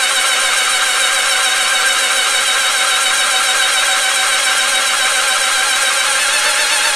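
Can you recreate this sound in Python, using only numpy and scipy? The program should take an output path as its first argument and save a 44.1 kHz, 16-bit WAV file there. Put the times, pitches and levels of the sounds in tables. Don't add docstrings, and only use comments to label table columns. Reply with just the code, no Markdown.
import sys
import numpy as np
from scipy import signal
from scipy.fft import rfft, irfft
from scipy.io import wavfile

SR = 44100
rng = np.random.default_rng(int(sys.argv[2]) if len(sys.argv) > 2 else 0)


def store_pcm(level_fs):
    pcm = np.round(np.clip(level_fs, -1, 1) * 32767).astype(np.int16)
    wavfile.write(sys.argv[1], SR, np.atleast_2d(pcm).T)


N = 306530
TIME = np.arange(N) / SR
HZ = np.fft.rfftfreq(N, 1 / SR)

TEETH_PER_STROKE = 110.3
PINION_TEETH, IDLER_TEETH = 10, 47
FIRST_STROKE = .092
JOIN_S, JOIN_STROKES = 2.2, .127


def amp(db):
    return 10 ** (np.asarray(db) / 20)


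def evened(x):
    return x / np.sqrt(np.mean(x ** 2) + 1e-20)


def read(points, hz):
    f, value = np.transpose(points)
    return np.interp(np.log(hz + 1), np.log(f + 1), value)


def coloured(x, gain_db):
    log_gain = np.log(amp(np.maximum(gain_db, -100)))
    cepstrum = irfft(log_gain, N)
    cepstrum[1:N // 2] *= 2
    cepstrum[N // 2 + 1:] = 0
    response = np.exp(rfft(cepstrum))
    return irfft(rfft(x) * response, N)


def resonances(x, table):
    gain_db = sum(db / (1 + (2 * (HZ - hz) / width) ** 2) for hz, width, db in table)
    return coloured(x, gain_db)


def band_db(centre_hz, width_hz):
    return -20 * np.log10(1 + (2 * (HZ - centre_hz) / width_hz) ** 2)


def wander(rate_hz, slowest_hz=1):
    band = HZ / np.hypot(HZ, slowest_hz) / (1 + (HZ / rate_hz) ** 4)
    return evened(irfft(rfft(rng.standard_normal(N)) * band, N))


def cycle(turns, at=0):
    return np.cos(2 * np.pi * (turns - at))


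def clicks(per_s, spread_db):
    size = rng.choice([-1, 1], N) * amp(spread_db * np.minimum(rng.exponential(1, N), 4))
    happens = rng.random(N) < per_s / SR
    return evened(size * happens)


def after_join(over_s=.08):
    return np.clip((TIME - JOIN_S) / over_s + .5, 0, 1)


def motion(swing=0.0434, lopsided=0.0043, jitter=.0035):
    # (time [s], pinion tooth rate [Hz])
    speed = [(0.0, 775.7), (0.5, 764.0), (1.3, 770.5), (2.15, 767.2), (2.3, 778.0), (3.5, 784.1),
             (5.1, 792.8), (6.0, 798.8), (6.3, 849.6), (6.95, 858.3)]
    mean_hz = np.interp(TIME, *np.transpose(speed))
    steady_strokes = np.cumsum(mean_hz) / SR / TEETH_PER_STROKE
    strokes = FIRST_STROKE + steady_strokes - JOIN_STROKES * after_join()
    sway = swing * cycle(strokes) + lopsided * cycle(2 * strokes, at=-0.071)
    sway = sway + jitter * wander(rate_hz=38.5)
    teeth = np.cumsum(mean_hz * (1 + sway)) / SR
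    pace = mean_hz / np.median(mean_hz)
    return strokes, teeth, pace


def overrun(strokes, pace, at=0.8, tight=1.3, firm_pace=1.17):
    firmness = np.clip((firm_pace - pace) / (firm_pace - 1), 0, 1)
    return firmness * np.exp(tight * (cycle(strokes, at) - 1))


def gears(strokes, teeth, pace, slack, load_db=0.94, fade_db=3.5, pace_power=3.2, pace_tilt=0.19,
          runout=0.19, idler_db=0.03, flutter_db=2.5, slop=0.0059):
    # (multiple of the tooth rate [-], relative level [dB])
    tones = [(.34, -59), (.68, -46), (1, -36.5), (1.36, -41.5), (1.69, -36.5), (2, -28.5), (2.32, -47),
             (3, -28), (4, -30.5), (5, -29), (6, -33.5), (7, -35), (8, -37.5), (10, -35), (11, -31.5),
             (13, -41.5)]
    # (centre [Hz], width [Hz], lift [dB])
    shaft_path = [(525, 22, -3), (541, 22, 2), (580, 24, -7.5), (610, 25, 1), (746, 30, 5.5),
                  (806, 10.6, -7), (870, 28, -8.5), (908, 26, 16), (1528, 32, 3), (1613, 65, -5),
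                  (1730, 55, 4), (2233, 110, 2.5), (2440, 170, -5.5), (2520, 56, 0.5), (3188, 120, -2),
                  (3330, 70, -3.5), (4105, 750, -2), (4410, 80, -4.5), (4830, 320, -3), (6400, 400, 3.5)]
    out = np.zeros(N)
    mesh = teeth + slop * (1 + slack) * wander(rate_hz=140)
    for multiple, db in tones:
        throb = 1 + runout * cycle(teeth / PINION_TEETH, rng.random())
        push = pace ** (pace_power - pace_tilt * multiple)
        flutter = amp(flutter_db * wander(rate_hz=42, slowest_hz=5.9))
        tone = cycle(multiple * mesh, rng.random())
        out += amp(db) * flutter * throb * push * tone
    stroke_db = load_db * cycle(strokes, at=0.075) - fade_db * slack
    force_db = stroke_db + idler_db * cycle(teeth / IDLER_TEETH, at=0.68)
    return resonances(np.sqrt(2) * out * amp(force_db), shaft_path)


def grinding(strokes, teeth, split_hz=6500, grit=0.29, bite_db=2, rasp_db=1.5, surge_db=1.0, idler_db=1.76):
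    # (frequency [Hz], filter gain [dB])
    grind_colour = [(70.0, -61), (130.0, -37.5), (250.0, -35), (430.0, -26.5), (700.0, -25), (1000.0, -20),
                    (1500.0, -10), (2500.0, -13.5), (3500.0, -19), (5000.0, -21), (8500.0, -13.5),
                    (10500.0, -24), (12500.0, -28), (14200.0, -40)]
    rub = evened(rng.standard_normal(N) + grit * clicks(per_s=3000, spread_db=-6))
    rub = evened(rub * amp(bite_db * cycle(teeth) + rasp_db * cycle(2 * teeth)))
    scrape = irfft(rfft(rub) / (1 + (HZ / split_hz) ** 8), N)
    fizz = rub - scrape
    scrape_db = 1.1 * cycle(strokes, at=0.78) + 0.27 * wander(rate_hz=14, slowest_hz=7)
    fizz_db = surge_db * cycle(strokes, at=.18) + .35 * wander(rate_hz=40)
    fizz_db = fizz_db + idler_db * cycle(teeth / IDLER_TEETH, at=.57)
    return coloured(scrape * amp(scrape_db) + fizz * amp(fizz_db), read(grind_colour, HZ))


def chatter(strokes, slack, centre_hz=1240, width_hz=210, level_db=-31.0, slack_db=10, lead_db=5):
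    knock_db = slack_db * slack + lead_db * cycle(strokes, at=0.88)
    knocks = clicks(per_s=1800, spread_db=1.0) * amp(knock_db)
    return amp(level_db) * evened(coloured(knocks, band_db(centre_hz, width_hz)))


def room(x):
    # (frequency [Hz], time to fall by 60 dB [s])
    decay_times = [(200, 0.69), (1500, 0.18), (5000, 0.15), (12000, 0.13)]
    taps = rng.standard_normal(SR // 2) * (rng.random(SR // 2) < .1)
    taps[:SR // 300] = 0
    hz, t, z = signal.stft(taps, SR, nperseg=256)
    decay = amp(-60 * t / read(decay_times, hz)[:, None])
    tail = signal.istft(z * decay, SR, nperseg=256)[1]
    return irfft(rfft(x) * rfft(tail / np.linalg.norm(tail), N), N)


def rumble(drone_hz=118, width_hz=40, drone_db=-63):
    # (frequency [Hz], filter gain [dB])
    rumble_colour = [(8, -10.5), (25, -38), (40, -37), (60, -54), (130, -73), (300, -69), (1000, -82)]
    floor = coloured(rng.standard_normal(N), read(rumble_colour, HZ))
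    drone = evened(coloured(rng.standard_normal(N), band_db(drone_hz, width_hz)))
    return floor + amp(drone_db) * after_join() * drone


def scene(whine_db=0.0, grind_db=-0.16, drive_db=-1.5, direct_db=0.5, wet_db=-9.5, balance_db=0.19):
    # (centre [Hz], width [Hz], lift [dB])
    case = [(241, 28, 9.5), (330, 54, 7), (483, 36, 9.5), (547, 52, 12), (600.6, 36, 12), (765, 9.6, 9.5),
            (845, 140, 3.5), (1043, 56, 8.5), (1354, 18, 6), (1375, 52, 9), (1514, 15, 4), (1588, 60, 9),
            (1590, 47, 2), (2185, 210, 6.5), (2610, 26, 6.5), (2817, 93, 8.5), (2980, 84, 3.5),
            (3036, 110, 6), (3257, 116, 7.5), (3550, 47, 7.5), (3768, 91, 8.5), (3830, 200, 6),
            (3957, 37, 1), (4426, 320, 7), (5460, 59, 12), (5700, 40, 4.6), (6520.0, 55, 8.5),
            (8790, 73, 9), (9250, 44, 11), (10380, 185, 12)]
    # (frequency [Hz], side against mid [dB])
    stereo_width = [(25, -30), (60, -12), (125, -9), (250, -18.5), (500, -26), (1100, -26.5), (1750, -26.5),
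                    (2600, -23.5), (4000, -20), (9000, -15.5), (12000, -31.5)]
    strokes, teeth, pace = motion()
    slack = overrun(strokes, pace)
    whine = amp(whine_db) * gears(strokes, teeth, pace, slack)
    grind = amp(grind_db) * grinding(strokes, teeth)
    drive = whine + grind + chatter(strokes, slack)
    engine = amp(drive_db) * resonances(drive, case)
    mid = amp(direct_db) * engine + amp(wet_db) * room(engine) + rumble()
    side = coloured(room(mid), read(stereo_width, HZ))
    left = (mid + side) / amp(balance_db)
    right = (mid - side) * amp(balance_db)
    return np.array([left, right])


def record(dry, ceiling=0.78, edge_hz=14900):
    rounded = dry / (1 + (dry / ceiling) ** 8) ** (1 / 8)
    lowpass = signal.firwin(511, edge_hz, window=("kaiser", 9), fs=SR)
    return signal.oaconvolve(rounded, lowpass[None], "same")


dry = scene()
out = record(dry)
store_pcm(out)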